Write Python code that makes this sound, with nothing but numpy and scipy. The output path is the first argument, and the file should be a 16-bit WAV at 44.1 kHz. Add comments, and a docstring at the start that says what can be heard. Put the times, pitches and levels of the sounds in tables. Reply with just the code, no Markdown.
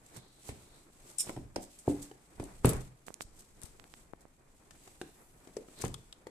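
"""Unboxing a cardboard box.

A stiff box is eased out of its card sleeve, which sticks, slips and lets go with a short squeal.
Both are set down on a hard surface in a small room: card walls ring, surface and room boom.
Fingers rub the card, tap the lid and pull it off. A hand-held camera adds case ticks and low rumble."""
import sys
import numpy as np
from scipy import signal
from scipy.fft import rfft, irfft, next_fast_len
from scipy.io import wavfile
from scipy.ndimage import map_coordinates

SR = 44100
rng = np.random.default_rng(int(sys.argv[2]) if len(sys.argv) > 2 else 0)


def put_to_file(sound):
    """Save the sound as 16-bit audio at rate SR, in the file named by the first command-line argument."""
    columns = np.atleast_2d(sound).T  # one column per channel
    safe = np.clip(columns, -1, 1)
    whole_steps = np.round(safe * 32767)
    wavfile.write(sys.argv[1], SR, whole_steps.astype(np.int16))


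N = 278089
T = np.arange(int(.5 * SR)) / SR  # time within one event [s]

# box and sleeve bump and land: (time [s], level [dB], wall pitch [Hz], thump [dB], upper modes [dB],
# hardness [dB], boom [dB], favoured boom mode [Hz])
BOX_KNOCKS = [(0.173, -51.5, 266, 11.5, 3, -8, -31, 163), (0.4892, -38.5, 263.2, 1.5, 1, 3, -29, 163),
              (0.4944, -38.5, 192, 1, -8, -40, -25, 259), (1.266, -46.5, 317, -1, 0, -22.5, -9, 396),
              (1.294, -44, 322, -9, 10.5, -25, -23, 326), (1.3, -37.5, 318, -17, -9, -22.5, -27, 192),
              (1.364, -41.5, 313, 8.5, -0.5, -5.5, -39, 163), (1.373, -34, 255, -1.5, -5.5, -27, -2, 121),
              (1.5603, -33.5, 244, -34, 3, -1, -2, 192), (1.5613, -33.5, 321, -34, 7.5, -43.5, -9, 326),
              (1.877, -17, 293, -2.5, -4, -42.5, -4, 289), (2.398, -31.5, 303, 2, -5, -9, -11, 289),
              (2.429, -41, 263, -2, -1, -21, -7, 362), (2.6457, -15.5, 388, 1, -5, -8.5, -6.5, 384),
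              (2.648, -17, 237, 8, -1.5, -43, -1, 122.3), (2.696, -30.5, 358, 1, -6, -17, -14, 326),
              (5.839, -28.5, 335, 5, -4, -8.5, -1.5, 119.3)]
# bending modes of wall and lid: (pitch multiple, level [dB], t60 [s])
WALL_LOW_MODES = [(1, 3.5, 0.023), (1.35, 1, 0.028)]
WALL_UPPER_MODES = [(1.75, -3, 0.037), (2.35, 3.5, 0.014), (3.1, 0, 0.014), (4.1, -12, 0.0285),
                    (6.1, -15, 0.018)]
LID_MODES = [(1.98, -9.5, 0.028), (4.3, -9.5, 0.012), (7.5, -13, 0.0098), (9.9, -15, 0.01),
             (11.6, -24.5, 0.015)]
# low modes: (frequency [Hz], level [dB], t60 [s])
THUMP_MODES = [(35.4, -30, 0.044), (58, -15, 0.084), (128.3, 0, 0.031), (176, -2, 0.039)]  # whole box pushing air
CAVITY_MODES = [(122.2, -21.5, 0.43), (129.7, -23, 0.58)]  # beating pair under a flat landing
BOOM_MODES = [(57, -18, .35), (163, -15, .35), (192, -12, .35), (238, -12, .33), (259, -6, .26),
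              (289, -10, .36), (326, -14, .3), (362, -15, .26), (396, -10, .3), (443, -14, .26),
              (520, -13, .28), (570, -11, .3)]  # surface and room
# fingertips on the lid: (time [s], level [dB], pitch [Hz], upper modes [dB], nail [dB], contact [s],
# pan [dB])
LID_TAPS = [(2.1133, -34, 397, 0, -10, 0.00095, 2), (4.708, -52.5, 350, -19, 15.5, 0.00039, 5),
            (4.875, -42, 377, 0, 4, 0.00082, 1), (5.0146, -26.5, 369, 3, -4, 0.00044, 1),
            (5.473, -36.5, 327, -6, -6, 0.00049, 5.5), (5.568, -16.5, 443, -19, -18, 0.0019, 2.5),
            (5.685, -39, 302, -1.5, -13, 0.00071, 1), (6.2689, -28.5, 444, -3, -8, 0.00078, 4)]
# card on card: (peak time [s], level [dB], rise [s/10 dB], t60 [s], hollow scrape [dB], pan [dB])
CARD_SCUFFS = [(0.169, -47.5, 0.022, 0.095, -3, -4), (0.486, -47, 0.018, 0.087, -10.5, -7),
               (1.11, -55.5, 0.044, 0.196, -11, 1), (1.23, -48, 0.01, .27, -20, 7),
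               (1.3, -48.5, 0.035, 0.054, 5, -2), (1.635, -47, 0.0196, 0.081, -10, -2),
               (2.019, -43.5, 0.0007, 0.14, -21, -2), (2.425, -52.5, 0.003, 0.016, -6, 9),
               (2.666, -58, 0.0043, 0.097, -4.5, -7), (2.808, -46, 0.0017, 0.0595, -12, 6.5),
               (3.066, -52.5, 0.0035, 0.23, -3, -3.5), (3.221, -42.5, 0.0085, 0.046, -8, 2),
               (3.408, -53, 0.041, 0.073, -8.5, 0), (3.624, -55.5, 0.0041, 0.19, 0, -4),
               (3.655, -52, 0.0055, 0.14, -8, 8), (4.215, -63.5, 0.013, 0.08, -20, -1),
               (5.815, -46.5, 0.025, 0.26, 0, 1.5), (5.849, -45.5, 0.0033, 0.11, 6, 6)]
# sleeve creeps along the box, later the lid is drawn off: (time [s], level [dB])
SLIDE_LEVELS = [(0, -99.5), (.17, -66), (.24, -68.5), (.4, -72.5), (.6, -78), (.77, -68.5), (.93, -88),
                (1.1, -110), (5.7, -110), (5.77, -63.5), (5.81, -54.5), (5.86, -71), (5.92, -110)]
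# sleeve lets go, box skids: (peak time [s], level [dB], rise [s/10 dB], t60 [s], squeal [dB], pan [dB])
CARD_SLIPS = [(1.184, -41.5, .0012, 0.19, 8, 7), (1.186, -39.5, 0.0014, 0.018, 13.5, 21),
              (1.197, -43, 0.0035, 0.13, 13.5, -4), (1.2048, -32, 0.00056, 0.0764, 4, -0.5),
              (2.657, -23.5, 0.0017, 0.02, -39, 13), (2.692, -28.5, 0.0015, 0.056, -18.5, 5)]
# squeal direction: (frequency [Hz], pan [dB])
SQUEAL_BALANCE = [(5400, -15.5), (8400, 0)]
# edge flicks: (time [s], level [dB], t60 [s], ring [dB], pitch ratio, pan [dB])
EDGE_SNAPS = [(0.063, -49, 0.031, -26, 1, 0), (1.5599, -35.5, 0.024, 4, 1.45, -8),
              (1.788, -48, 0.14, -32, 1.24, 0), (2.440, -37, 0.0096, -33, 1, 7),
              (2.7337, -38, 0.0094, 5, 2.6, 14), (2.766, -44, 0.023, -12, 1.9, 9),
              (3.142, -32, 0.0042, -1, 1.72, -13), (3.617, -34, 0.0054, -22, 1, 23),
              (3.634, -33.5, 0.014, -27.5, 0.66, 33), (5.567, -51.5, 0.021, 11.5, 1.54, 8),
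              (5.8193, -33, 0.023, 1.5, 1.67, 14), (5.85, -37.5, 0.0185, 2, 1.9, 12),
              (5.8805, -39, .011, 0, 1.84, 11), (5.942, -35, 0.022, 2.5, 0.94, 5),
              (6.126, -46, 0.02, 8, 0.92, 1.5)]
# card edge resonances: (centre [Hz], width [Hz], level [dB])
SQUEAL_PEAKS = [(5314, 350, -5), (7270, 260, -1), (8520, 300, 4), (8960, 200, -0.5), (9700, 350, -7),
                (10860, 560, -9.5)]
EDGE_PEAKS = [(1184, 470, -1), (2430, 760, -8), (3450, 510, 5.5), (4400, 1060, 0.5), (5800, 840, -5)]  # at pitch ratio 1
# hand glides: (peak time [s], level [dB], rise [s/10 dB], fall [s/10 dB], hollow rustle [dB])
HAND_RUBS = [(.13, -67.5, 0.14, 0.15, 6), (.46, -61.5, 0.1, 0.25, -0.5), (.76, -66, 0.086, 0.19, 1),
             (1.07, -63, 0.1, 0.18, 0.5), (1.32, -62.5, 0.126, .12, 0), (1.73, -66, 0.12, 0.68, -8),
             (1.898, -52.5, 0.025, 0.046, 2), (2.04, -60, 0.14, 0.06, 1), (2.46, -64, 0.14, 0.18, 6),
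             (2.659, -43.5, 0.01, 0.075, 8.5), (3.471, -72, 0.31, 0.096, -1), (3.74, -67.5, 0.38, 0.25, 2),
             (3.98, -64, 0.091, 0.058, -18), (4.86, -64.5, 0.23, 0.32, -2), (5.22, -72, 0.19, 0.15, 7),
             (5.52, -67.5, 0.18, 0.41, 2.5), (5.8, -63.5, 0.12, 0.23, 0.5)]
# camera case, beside one microphone port: (time [s], level [dB], brightness [Hz], pan [dB])
CASE_TICKS = [(3.083, -26.5, 2660, -36), (3.1046, -32.5, 1140, -21), (3.2083, -21, 3900, -43),
              (3.248, -41.5, 119, -5), (3.639, -35.5, 180, 29), (3.798, -32.5, 6350, -32),
              (3.8414, -38, 5130, 10), (3.9394, -30, 6260, -23.5), (4.1352, -28, 1250, 37),
              (4.2537, -39, 1120, -13)]
# grip shifts on the camera: (peak time [s], level [dB], fall [s/10 dB])
GRIP_SHIFTS = [(1.41, -47, 0.11), (2.02, -54, 0.037), (2.44, -45.5, 0.2), (2.71, -34, 0.081),
               (3.29, -55.5, 0.099), (3.58, -54, 0.17), (4.73, -58, 0.091), (5.9, -47, 0.1)]
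# spectra: (frequency [Hz], level [dB])
CRACK_SPECTRUM = [(300, 23.5), (900, -4), (1900, 7), (3500, 0.5), (6500, -4), (9000, 2.5), (14000, -18)]  # first contact
CARD_SPECTRUM = [(600, -32), (2000, -19), (3500, -5), (6000, -0.5), (8500, 6.5), (10500, -4.5), (12000, -3),
                 (14500, -10)]  # dry friction
HOLLOW_SPECTRUM = [(120, 2.5), (350, 4), (800, -4.5), (1300, -6.5), (2200, -8.5), (4200, -14), (7000, -34)]  # friction through the box
RASP_SPECTRUM = [(1800, -17), (2400, -7), (4500, -11), (7000, -9), (8500, 6), (10500, 1.5), (12000, -4),
                 (13600, -1.5), (14400, -17)]  # slipping edge
SQUEAL_SPECTRUM = [(2000, -23), (4000, 3.5), (4650, -41.5), (5100, -0.5), (11300, 0.5), (12200, -10.5),
                   (13500, 1.5), (14400, -17)]
HISS_SPECTRUM = [(710, -64), (1200, -38), (1720, -37), (1950, -3.5), (2100, -5), (2710, -3), (4180, -3.5),
                 (5320, -4.5), (6900, -0.5), (7960, 1), (10600, -3.5), (13800, -12), (14500, -6),
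                 (15000, -57)]  # hand on card, air
RUSTLE_SPECTRUM = [(76, -29), (130, -4.5), (179, -6), (216, -7.5), (321, -6), (603, -12), (699, -11),
                   (1160, -15.5), (2500, -21.5), (3250, -52), (5500, -120)]  # hollow box, room murmur
SKIN_SPECTRUM = [(6000, -29), (10000, 0), (14000, -8)]
RUMBLE_SPECTRUM = [(11, -14), (18, -1.5), (53, -13), (130, -22.5), (250, -30.5), (400, -83)]  # held camera
NAIL_SPECTRUM = [(1500, 2), (4000, -4), (8000, -1.5), (14000, -16.5)]
SNAP_SPECTRUM = [(1500, -8), (4500, 3), (8500, 18), (14000, -4.5)]
ROOM_SPECTRUM = [(110, 3), (260, 2.5), (2000, -2.5), (5000, -3)]
# room decay: (frequency [Hz], t60 [s])
ROOM_DECAY = [(100, 0.42), (400, 0.32), (1500, 0.36), (5000, 0.62), (14000, 0.084)]
# likeness of left and right: (frequency [Hz], correlation)
STEREO_CORRELATION = [(100, 0.84), (300, 0.956), (600, 0.304), (1200, 0.015), (3000, 0.0067)]


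def box_knocks(crack_t60_s=0.091, boom_delay_s=0.00535, spot_db=13, spot_width_oct=0.032):
    """Each blow bends a card wall, shoves the box and sets surface and room booming."""
    out = np.zeros((2, N))
    for s, db, pitch_hz, thump_db, upper_db, hard_db, boom_db, spot_hz in BOX_KNOCKS:
        # softer contact: longer, fewer high modes
        contact_s = 0.00035 * amp(-0.15 * hard_db)
        cutoff_hz = min(4500 * amp(0.34 * hard_db), SR / 4)
        attack = 1 - np.exp(-(T / contact_s) ** 2)
        low = ring(WALL_LOW_MODES, pitch_hz) + amp(thump_db) * ring(THUMP_MODES)
        upper = amp(upper_db) * stereo_ring(WALL_UPPER_MODES, pitch_hz)
        body = signal.sosfilt(signal.butter(4, cutoff_hz, fs=SR, output="sos"), -(low + upper) * attack)
        cavity = -amp(1.27 * thump_db) * attack * sum(ring([mode]) for mode in CAVITY_MODES)
        crack = burst(hard_db - 0.5, crack_t60_s, CRACK_SPECTRUM)
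        add(out, s, amp(db) * (body + crack + cavity + room(body + crack, wet_db=-10.5)))
        # the struck spot favours one mode
        modes = [(hz, mode_db + spot_db * np.exp(-(np.log2(hz / spot_hz) / spot_width_oct) ** 2), t60_s)
                 for hz, mode_db, t60_s in BOOM_MODES]
        boom = signal.fftconvolve(body.mean(0), ring(modes))[:len(T)]
        add(out, s + boom_delay_s, amp(db + boom_db - 47) * boom)
    return out


def lid_taps(lid_t60_s=0.016, nail_t60_s=0.029):
    """A fingertip drums the damped lid: a short low knock, with upper ring and nail click set per tap."""
    out = np.zeros((2, N))
    for s, db, pitch_hz, upper_db, nail_db, contact_s, pan_db in LID_TAPS:
        click = burst(nail_db - 9, nail_t60_s, NAIL_SPECTRUM)
        lid = ring([(pitch_hz, 0, lid_t60_s)]) + amp(upper_db) * stereo_ring(LID_MODES, pitch_hz)
        tap = (lid + click) * (1 - np.exp(-T / contact_s))
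        add(out, s, amp(db) * (tap + room(tap, wet_db=-11)), pan_db)
    return out


def card_squeal():
    """A card edge sticks and slips: bright rasp plus narrow, shrill resonances."""
    def colour(hz):
        return amp(along(SQUEAL_SPECTRUM, hz) + along(SQUEAL_BALANCE, hz) * np.array([[.5], [-.5]]))

    out = np.zeros((2, N))
    for s, db, rise_s, t60_s, squeal_db, pan_db in CARD_SLIPS:
        rasp = friction(len(T), RASP_SPECTRUM, rate_hz=1500, grain_db=2.5)
        shrill = resonate(stick_slip(), SQUEAL_PEAKS)
        squeal = amp(squeal_db) * unit(filtered(shrill, colour))
        add(out, s - 2 * rise_s, amp(db) * stroke(rise_s, t60_s) * (rasp + squeal), pan_db)
    return out + room(out, wet_db=-22)


def stick_slip(slip_hz=418, jitter=0.012, noise_db=-6):
    """Slightly uneven slip pulses over friction noise."""
    cycles = np.cumsum(slip_hz * (1 + jitter * wobble(len(T), rate_hz=140))) / SR
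    pulses = np.diff(np.floor(cycles), prepend=-1)
    return unit(pulses) + amp(noise_db) * noise(len(T))


def edge_snaps():
    """One edge flicks past another: a crack and a papery ring, higher for a shorter edge."""
    out = np.zeros((2, N))
    for s, db, t60_s, ring_db, ratio, pan_db in EDGE_SNAPS:
        crack = spread(noise(len(T)), SNAP_SPECTRUM)
        edge = amp(ring_db) * resonate(noise(len(T)), np.array(EDGE_PEAKS) * [ratio, ratio, 1])
        add(out, s, amp(db - 2 - 60 * T / t60_s) * (crack + edge), pan_db)
    return out + room(out, wet_db=-19)


def card_scuffs():
    """Short grainy strokes of card on card; under pressure the hollow box sounds too."""
    out = np.zeros((2, N))
    for s, db, rise_s, t60_s, hollow_db, pan_db in CARD_SCUFFS:
        swish = friction(len(T), CARD_SPECTRUM, rate_hz=470, grain_db=4.5)
        scrape = amp(hollow_db) * friction(len(T), HOLLOW_SPECTRUM, rate_hz=400, grain_db=4.5)
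        add(out, s - 2 * rise_s, amp(db) * stroke(rise_s, t60_s) * (swish + scrape), pan_db)
    return out + room(out, wet_db=-14.5)


def card_slide():
    """Tight card whispers in one narrow band as it slides."""
    level_db = np.interp(np.arange(N) / SR, *np.transpose(SLIDE_LEVELS))
    band = resonate(grains(N, rate_hz=220, grain_db=1.5), [(3960, 1000, 0)])
    return amp(level_db) * resonate(band, [(3930, 1700, 0)])


def hand_rubs(waver_db=1.5, air_db=-74.5, murmur_db=-67):
    """A hand hisses on card, snags fibres and rustles the box, over steady air and room noise."""
    glide_power = rustle_power = 0
    for s, db, rise_s, fall_s, hollow_db in HAND_RUBS:
        power = (amp(db + 2) * swell(s, rise_s, fall_s)) ** 2
        glide_power += power
        rustle_power += amp(hollow_db - 1) ** 2 * power
    pressure = amp(waver_db * wobble(N, rate_hz=20))
    glide = np.sqrt(glide_power)
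    hiss_gain = np.hypot(amp(air_db), pressure * glide)
    rustle_gain = np.sqrt(amp(murmur_db) ** 2 + rustle_power)
    hiss = hiss_gain * friction(N, HISS_SPECTRUM, rate_hz=180, grain_db=2)
    snags = amp(-9) * glide * friction(N, CARD_SPECTRUM, rate_hz=970, grain_db=5.5)
    rustle = rustle_gain * friction(N, RUSTLE_SPECTRUM, rate_hz=49, grain_db=2.5)
    whisper = amp(-6) * pressure * glide * fingertip_whisper()
    return hiss + snags + rustle + whisper


def fingertip_whisper(centre_hz=7900, half_width_hz=400, drift_hz=220):
    """A pressed fingertip whispers in one narrow, drifting band."""
    band = filtered(noise(N), lambda hz: 1 / (1 + (hz / half_width_hz) ** 2))
    carrier_hz = centre_hz + drift_hz * wobble(N, rate_hz=7.8)
    return unit(band * np.sin(2 * np.pi * np.cumsum(carrier_hz) / SR))


def palm_brush(db=-68):
    """The palm brushes the lid as it takes hold."""
    return amp(db) * swell(5.23, rise_s=0.26, fall_s=0.21) * spread(noise(N), SKIN_SPECTRUM)


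def camera_ticks(rebound_hz=110):
    """One push through the camera case and a slow swing back; no reverb."""
    out = np.zeros((2, N))
    for s, db, bright_hz, pan_db in CASE_TICKS:
        phase = 2 * np.pi * bright_hz * T
        pulse = (phase / 3) ** 3 * np.exp(3 - phase)
        push = signal.lfilter(*signal.butter(1, min(rebound_hz, bright_hz / 4), "high", fs=SR), pulse)
        sharpness = min(bright_hz / 4000, 1) ** 2
        grit = amp(-17) * sharpness * np.exp(-phase / 12) * rng.standard_normal(len(T))
        add(out, s, amp(db) * (push + grit), pan_db)
    return out


def camera_rumble(hold_db=-64.5, rise_s=0.063):
    """The held camera rumbles steadily, more at each shift of grip."""
    shift_power = sum((amp(db) * swell(s, rise_s, fall_s)) ** 2 for s, db, fall_s in GRIP_SHIFTS)
    gain = np.sqrt(amp(hold_db) ** 2 + shift_power)
    return gain * friction(N, RUMBLE_SPECTRUM, rate_hz=10, grain_db=2.5)


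def room(x, wet_db, onset_s=0.0029):
    """Diffuse wall reflections: a noise tail with a t60 per band."""
    hz, t, bands = signal.stft(spread(noise(len(T)), ROOM_SPECTRUM), SR, nperseg=256)
    decay = amp(-60 * t / along(ROOM_DECAY, hz)[:, None])
    tail = signal.istft(bands * decay, SR, nperseg=256)[1][:, :len(T)]
    tail *= 1 - np.exp(-(T / onset_s) ** 2)
    tail /= np.linalg.norm(tail[0])
    return amp(wet_db) * signal.fftconvolve(x, tail, axes=1)[:, :x.shape[-1]]


def ring(modes, pitch=1):
    """Damped sines of alternating sign."""
    return sum((-1) ** k * amp(db - 60 * T / t60_s) * np.sin(2 * np.pi * pitch * freq * T)
               for k, (freq, db, t60_s) in enumerate(modes))


def stereo_ring(modes, pitch_hz):
    """Damped sines with random strength and phase at each microphone port."""
    out = 0
    for k, (multiple, db, t60_s) in enumerate(modes):
        strength, lead = rng.standard_normal((2, 2, 1))
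        phase = 2 * np.pi * pitch_hz * multiple * T + k * np.pi + np.pi / 4 * lead
        out += amp(db + 2 * strength - 60 * T / t60_s) * np.sin(phase)
    return out


def resonate(x, peaks):
    """Parallel resonators of alternating sign; rms 1."""
    def response(hz):
        return sum((-1) ** k * amp(db) * 1j * hz * width / (centre ** 2 - hz ** 2 + 1j * hz * width)
                   for k, (centre, width, db) in enumerate(peaks))

    return unit(filtered(x, response))


def grains(n, rate_hz, grain_db):
    """Noise of flickering level, as when fibres catch and let go."""
    return unit(noise(n) * amp(grain_db * np.minimum(wobble(n, rate_hz), 2)))


def friction(n, spectrum, rate_hz, grain_db):
    """Coloured, grainy stereo noise."""
    return spread(grains(n, rate_hz, grain_db), spectrum)


def burst(db, t60_s, spectrum):
    """Coloured, decaying stereo noise."""
    return amp(db - 60 * T / t60_s) * spread(noise(len(T)), spectrum)


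def stroke(rise_s, t60_s):
    """Envelope: up 20 dB to a peak at 2 * rise_s, then decay."""
    t = T - 2 * rise_s
    return amp(np.where(t < 0, 10 * t / rise_s, -60 * t / t60_s))


def swell(peak_s, rise_s, fall_s):
    """Envelope: up 10 dB per rise_s, down 10 dB per fall_s."""
    t = np.arange(N) / SR - peak_s
    return amp(-10 * np.maximum(-t / rise_s, t / fall_s))


def spread(pair, spectrum):
    """Independent pair to coloured stereo, alike in the bass; rms 1."""
    def response(hz):
        angle = np.arccos(np.clip(along(STEREO_CORRELATION, hz), 0, 1)) / 2
        return amp(along(spectrum, hz)) * [np.cos(angle), np.sin(angle)]

    mid, side = filtered(pair, response)
    return unit(np.array([mid + side, mid - side]))


def filtered(x, response):
    """Zero-padded FFT filter."""
    n = x.shape[-1]
    size = next_fast_len(n + 8192)
    return irfft(rfft(x, size) * response(np.fft.rfftfreq(size, 1 / SR)), size)[..., :n]


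def wobble(n, rate_hz):
    """Linear ramps between random knots."""
    knots = rng.standard_normal(int(n * rate_hz / SR) + 4)
    return map_coordinates(knots, [np.arange(n) * rate_hz / SR], order=1)


def noise(n):
    """Two independent white noises."""
    return rng.standard_normal((2, n))


def along(points, hz):
    """Interpolation over log frequency."""
    knots_hz, values = np.transpose(points)
    return np.interp(np.log(hz + 1), np.log(knots_hz), values)


def add(track, s, sound, pan_db=0):
    """Mix in at time s; positive pan is left."""
    start = max(round(s * SR), 0)
    part = (unit(amp([[pan_db / 2], [-pan_db / 2]])) * sound)[:, :N - start]
    track[:, start:start + part.shape[1]] += part


def amp(db):
    """dB to gain."""
    return 10 ** (np.asarray(db) / 20)


def unit(x):
    """Scale to rms 1."""
    return x / np.sqrt(np.mean(x ** 2) + 1e-20)


def scene():
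    """All sources at the two microphone ports."""
    box = box_knocks() + lid_taps() + card_scuffs() + card_slide() + card_squeal() + edge_snaps()
    return box + camera_ticks() + hand_rubs() + palm_brush() + camera_rumble()


def record(dry, low_hz=22, top_hz=14350):
    """Camera response: gentle bass cut, steep band limit."""
    bass_cut = signal.lfilter(*signal.butter(1, low_hz, "high", fs=SR), dry)
    return filtered(bass_cut, lambda hz: 1 / np.sqrt(1 + (hz / top_hz) ** 160))


dry = scene()
out = record(dry)
put_to_file(out)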